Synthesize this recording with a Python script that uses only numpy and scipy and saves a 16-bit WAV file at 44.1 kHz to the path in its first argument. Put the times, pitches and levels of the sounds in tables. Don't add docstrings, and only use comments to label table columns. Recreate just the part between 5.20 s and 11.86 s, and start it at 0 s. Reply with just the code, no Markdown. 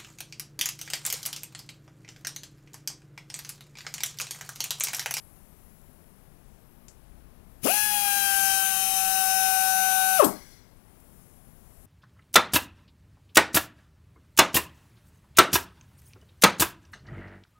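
import sys
import numpy as np
from scipy import signal
from scipy.fft import rfft, irfft
from scipy.io import wavfile
from scipy.ndimage import uniform_filter1d

SR = 44100
rng = np.random.default_rng(int(sys.argv[2]) if len(sys.argv) > 2 else 0)


def gain_from_decibels(decibels):
    exponent = np.asarray(decibels, float) / 20
    return 10 ** exponent


def store_wav(level_fs):
    pcm = np.round(np.clip(np.atleast_2d(level_fs), -1, 1) * 32767)
    wavfile.write(sys.argv[1], SR, pcm.T.astype(np.int16))


N = 293596
TIME = np.arange(N) / SR
VANES = 4

# time_s, level_db
LEAK_LEVEL = [(0.0, -63.5), (0.53, -64), (0.8, -67), (2.23, -70), (2.4, -67.5), (5.3, -64.5), (5.43, -74),
              (5.68, -67.5), (5.96, -62), (6.45, -64.5), (6.66, -61.5)]
# pitch_hz, density_db
LEAK_COLOUR = [(2350, -44), (4000, -30), (5370, -14), (6800, -11.5), (7590, -9), (9290, -5.5), (11100, 1.5),
               (12800, -5.5), (15900, -5.5)]
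# pitch_hz, density_db
RUMBLE_COLOUR = [(12, -16), (20, 1), (114, -9.5), (155, -8), (216, -11.5), (245, -11), (300, -19),
                 (341, -16), (476, -21), (615, -21), (814, -23), (3500, -37.5), (9000, -44.5), (11700, -67),
                 (19800, -120)]
# start_s, peak_db, centre_hz, width_hz, t60_s
TICKS = [(.615, -64, 9000, 8000, .03), (1.683, -45.5, 7000, 4000, 0.019), (1.684, -54.5, 6900, 3500, 0.17),
         (1.682, -57, 2600, 2400, .03), (2.438, -47, 800, 2000, 0.022), (5.043, -21.5, 8200, 1000, 0.05),
         (5.044, -20.5, 12400, 1507, 0.045), (5.043, -30, 5000, 5000, .06), (5.05, -29, 11000, 9000, 0.24),
         (5.57, -66, 9050, 6000, 0.034), (5.8, -58.5, 11000, 8040, .04)]
# pitch_hz, density_db
GRIP_COLOUR = [(20, -3), (48, 7), (90, -10), (200, -31)]
# time_s, level_db
AIR_ON = [
    (2.415, -63),
    (2.436, -27),
    (2.46, -23.5),
    (2.56, -23.5),
    (2.68, -27.5),
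    (3.25, -26.3),
    (3.6, -28.3),
    (4.94, -28.5),
]
# time_s, level_db
AIR_OFF = [
    (4.975, -27.5),
    (5.001, -25),
    (5.012, -29),
    (5.022, -29),
    (5.033, -32),
    (5.046, -29),
    (5.07, -48),
    (5.1, -54),
    (5.14, -79),
]
# peak_s, first_tone_db, second_tone_db, thump_db, fall_db_per_s
SURGES = [
    (2.459, -19.5, -24, -41, 1700),
    (2.472, -27, -38, -28, 700),
    (2.485, -27, -35.5, -38, 150),
    (2.535, -28, -43, -61, 550),
    (5.001, -15.5, -15.5, -24, 560),
    (5.023, -23, -25.5, -24, 380),
    (5.045, -23, -31, -33, 520),
]
# pitch_hz, width_hz, depth_db
NULLS = [(770, 7, 6), (841, 22, 9), (1534, 16, 28), (1632, 22, 20), (1658, 17, 18), (2300, 25, 8),
         (3040, 30, 12), (3915, 30, 15), (4600, 80, 15), (5410, 20, 15), (7600, 50, 18), (5300, 12, 10),
         (9560, 70, 14), (9850, 60, 10)]
# vane_rate_multiple, level_db
SETTLED_OVERTONES = [(1, 0), (2, -3), (3, -17), (4, -7), (5, -13), (6, -11), (7, -7), (8, -4), (9, -17),
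                     (10, -15), (11, -9), (12, -12), (13, -10), (14, -7), (15, -15), (16, -12), (17, -18),
                     (18, -19)]
# vane_rate_multiple, level_db
PEAK_OVERTONES = [(1, -3), (2, 0), (3, -10), (4, -10), (5, -16), (6, -12), (7, -12), (8, -15), (9, -28),
                  (10, -16), (11, -9), (12, -6), (13, -5), (14, -18), (15, -15), (16, -19), (17, -11),
                  (18, -15)]
OVERTONE_RATES = [770, 815]
# shaft_rate_multiple, level_db
SHAFT_RATTLE = [(1, -23.5), (2, -36.5), (3, -43.5), (5, -28.5), (6, -21.5), (7, -19.5), (9, -24.5),
                (10, -22.5), (11, -27.5), (13, -14.5), (14, -14.5), (15, -18.5)]
# pitch_hz, level_db
RATTLE_COLOUR = [(2500, -24.5), (3300, -21), (4500, -22), (7500, -15), (8800, -12.5), (10500, -6),
                 (12500, -13.5), (14000, -10), (15700, -24)]
# pitch_hz, density_db
HISS_COLOUR = [(150, -28), (400, -29), (620, -34), (900, -30.5), (1300, -23.5), (1800, -27.5), (2600, -22),
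               (4200, -22), (6200, -17), (7600, -20), (10600, -9.5), (14700, -17.5), (15300, -21.5),
               (15900, -11.5)]
# pitch_hz, width_hz, level_db
PIPE = [(1681, 250, -8), (2090, 480, -2), (3460, 150, -15.5), (4278, 60, -7.5), (5020, 360, -9.5),
        (5790, 450, -7.5), (7203, 150, -15), (7900, 250, -15.5), (10500, 1200, -4.5), (5000, 6550, 0.5),
        (13500, 6000, -3.5)]


def lookup(spectrum, hz):
    f, db = np.transpose(spectrum)
    return np.interp(np.log(hz + 1), np.log(f), db, left=-90, right=-90)


def coloured(x, spectrum):
    y = irfft(rfft(x) * gain_from_decibels(lookup(spectrum, np.fft.rfftfreq(len(x), 1 / SR))), len(x))
    return y / np.sqrt(np.mean(y ** 2))


def band(x, hz, width_hz):
    return signal.lfilter(*signal.iirpeak(min(hz, .4 * SR), hz / width_hz, SR), x)


def double_band(x, hz, width_hz):
    y = band(band(x, hz, width_hz), hz, width_hz)
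    return y / np.std(y)


def walk(rate_hz, size):
    knots = rng.standard_normal(int(size * rate_hz / SR) + 2)
    return 1.015 * np.interp(np.arange(size) * rate_hz / SR, np.arange(len(knots)), knots)


def patchy(x, depth_db, cells, hole_db=0.):
    z = signal.stft(x, nperseg=1024)[2]
    field = rng.standard_normal(z.shape)
    field = uniform_filter1d(field, cells[0], axis=0)
    field = uniform_filter1d(field, cells[1], axis=1)
    field = field / np.std(field)
    gain = gain_from_decibels(depth_db * field + hole_db * (field < -1))
    gain = gain / np.sqrt(np.mean(gain ** 2))
    return signal.istft(z * gain, nperseg=1024)[1][:len(x)]


def leak():
    s, db = np.transpose(LEAK_LEVEL)
    hiss = coloured(rng.standard_normal(N), LEAK_COLOUR)
    return gain_from_decibels(np.interp(TIME, s, db)) * patchy(hiss, 2.0, (24, 20))


def rumble():
    return gain_from_decibels(-56 + 0.32 * walk(3.1, N)) * coloured(rng.standard_normal(N), RUMBLE_COLOUR)


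def ticks():
    out = np.zeros(N)
    age = np.arange(8000) / SR
    for s, db, hz, width_hz, t60 in TICKS:
        i = int(s * SR)
        knock = double_band(rng.standard_normal(len(age)), hz, width_hz)
        out[i:i + len(age)] += gain_from_decibels(db - 60 * age / t60) * knock
    return out


def grip():
    from_s, to_s, edge_db_per_s = 1.8, 2.4, 80
    outside_s = np.clip(np.maximum(from_s - TIME, TIME - to_s), 0, None)
    return gain_from_decibels(-58.5 - edge_db_per_s * outside_s) * coloured(rng.standard_normal(N), GRIP_COLOUR)


def speed():
    wind_up_s, wind_up_tau_s = 2.4705, .0182
    sag_from_s, sag_tau_s = 2.665, .42
    release_s, coast_half_s = 4.972, .06
    settled_hz, overshoot_hz, creep_hz_per_s = 763.0, 78.0, 2.5
    since = np.clip(TIME - sag_from_s, 0, None)
    fresh = np.exp(-since / sag_tau_s)
    wind_up = 1 / (1 + np.exp(-(TIME - wind_up_s) / wind_up_tau_s))
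    coast = 1 / (1 + (np.clip(TIME - release_s, 0, None) / coast_half_s) ** 2)
    share = wind_up * coast
    full_hz = settled_hz + overshoot_hz * fresh - creep_hz_per_s * since
    return share * full_hz, fresh, 1 - share


def air_flow():
    s, db = np.transpose([*AIR_ON, *AIR_OFF])
    return np.interp(TIME, s, db, left=-120, right=-120)


def exhaust(angle, air_db, roar_db):
    size = len(angle)
    gust = 1 + 0.37 * np.cos(angle) + 0.11 * np.cos(VANES * angle)
    hiss = coloured(gust * rng.standard_normal(size), HISS_COLOUR)
    hiss = hiss * gain_from_decibels(air_db - 4.8 + 0.42 * walk(8.27, size))
    roar = double_band(gust * rng.standard_normal(size), 2670.0, 760.0)
    roar = roar * gain_from_decibels(air_db + roar_db + 0.5 * walk(12, size))
    return patchy(hiss + roar, 2.0, (4, 7), hole_db=-14)


def surges(time):
    rise_db_per_s = 1500
    levels = []
    for peak_s, *peaks_db, fall in SURGES:
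        age = time - peak_s
        shape = np.minimum(rise_db_per_s * age, -fall * age)
        levels.append([db + shape for db in peaks_db])
    return np.max(levels, axis=0)


def standing(hz):
    grid = np.arange(0, 16000, .5)
    gain = np.ones(len(grid))
    for f, w, depth_db in NULLS:
        off2 = (grid - f) ** 2
        gain = gain * (off2 + (w * gain_from_decibels(-depth_db)) ** 2) / (off2 + w ** 2)
    return lambda k: 10 * np.log10(np.interp(k * hz, grid, gain))


def main_tone(multiple, angle, db, off):
    size = len(angle)
    ragged_db = .6 + 4 * off
    level = gain_from_decibels(db + ragged_db * walk(150, size))
    return level * np.sin(multiple * VANES * angle + multiple * .07 * walk(220, size))


def overtones(angle, hz, air_db, upper_db, thump_db, null_db):
    size = len(angle)
    sound = np.zeros(size)
    for k in range(3, 19):
        pattern = [table[k - 1][1] for table in (SETTLED_OVERTONES, PEAK_OVERTONES)]
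        db = np.interp(hz, OVERTONE_RATES, pattern) + null_db(k)
        whine = gain_from_decibels(air_db + upper_db + db + 2.3 * walk(29.84, size))
        thump = gain_from_decibels(thump_db) / (1 + (k * hz / 1350) ** 6)
        phase = rng.uniform(0, 2 * np.pi) + .3 * walk(45, size)
        sound = sound + (whine + thump) * np.sin(k * VANES * angle + phase)
    return sound


def rotor_rattle(angle, shaft_hz, level_db):
    size = len(angle)
    low = {int(k): db + 4.0 for k, db in SHAFT_RATTLE}
    sound = np.zeros(size)
    for k in range(1, 83):
        if k % VANES == 0:
            continue
        if k in low:
            db = low[k]
        else:
            db = lookup(RATTLE_COLOUR, k * shaft_hz) + 3.5 * rng.standard_normal()
        level = gain_from_decibels(level_db + db + 2.3 * walk(22.1, size))
        sound = sound + level * np.sin(k * angle + rng.uniform(0, 2 * np.pi))
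    return sound


def grinder():
    on = slice(int(2.3 * SR), int(5.3 * SR))
    hz, fresh, lag = (c[on] for c in speed())
    air_db = air_flow()[on]
    null_db = standing(hz)
    off = lag ** 0.45

    fade_db = -18 * lag + np.minimum(air_db + 30, 0)
    first_db = -30.6 + null_db(1) + fade_db
    second_db = -31.3 + null_db(2) - 22 * off + fade_db
    thump_db = -76 + fade_db
    steady = [first_db, second_db, thump_db]
    first_db, second_db, thump_db = np.maximum(steady, surges(TIME[on]))

    upper_db = -6.3 - 36 * off
    rattle_db = -9.3 - 8 * off - 3.5 * fresh
    roar_db = -18 + 9 * off - 24 * fresh * lag ** 2

    shaft_hz = np.clip(hz, 1, None) / VANES * (1 + .0004 * walk(39.88, len(hz)))
    angle = 2 * np.pi * np.cumsum(shaft_hz) / SR
    tones = main_tone(1, angle, first_db, off) + main_tone(2, angle, second_db, off)
    tones = tones + overtones(angle, hz, air_db, upper_db, thump_db, null_db)
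    tones = tones + rotor_rattle(angle, shaft_hz, air_db + rattle_db)
    out = np.zeros(N)
    out[on] = np.sqrt(2) * tones + exhaust(angle, air_db, roar_db)
    return out


def drain():
    peak_s, peak_db, rise_db_per_s, fall_db_per_s2 = 5.08, -53, 300, 105
    air = rng.standard_normal(N)
    whistle = np.zeros(N)
    for hz, width_hz, db in PIPE:
        level = gain_from_decibels(db + 1.5 * walk(25, N)) / np.sqrt(width_hz)
        whistle = whistle + level * double_band_raw(air, hz, width_hz)
    age = TIME - peak_s
    db = peak_db + np.where(age < 0, rise_db_per_s * age, -fall_db_per_s2 * age ** 2)
    return gain_from_decibels(db) * whistle / np.std(whistle)


def double_band_raw(x, hz, width_hz):
    return band(band(x, hz, width_hz), hz, width_hz)


def room(x):
    t60_s = .29
    age = np.arange(int(.6 * SR)) / SR
    fade = gain_from_decibels(-60 * age / t60_s) * (age > .004)
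    bright = rng.standard_normal(len(age))
    dull = signal.sosfilt(signal.butter(2, 1800, fs=SR, output="sos"), bright)
    tail = fade * (dull + (bright - dull) * 0.57 * gain_from_decibels(-40 * age / t60_s))
    tail = tail / np.sqrt(np.sum(dull ** 2 * fade ** 2))
    _, fresh, lag = speed()
    send_db = -12 + 10 * lag ** 0.3 * (1 - .5 * fresh)
    return x + gain_from_decibels(-11) * signal.fftconvolve(x * gain_from_decibels(send_db), tail)[:N]


def scene():
    heard = leak() + rumble() + grip() + room(ticks() + grinder()) + drain()
    return np.array([2 * heard, 0 * heard])


def low_pass(x):
    return signal.sosfilt(signal.butter(12, 16640, fs=SR, output="sos"), x)


def record(dry):
    mix = signal.sosfilt(signal.ellip(10, .2, 80, 15700, fs=SR, output="sos"), dry)
    return low_pass(mix)


dry = scene()
out = record(dry)
store_wav(out)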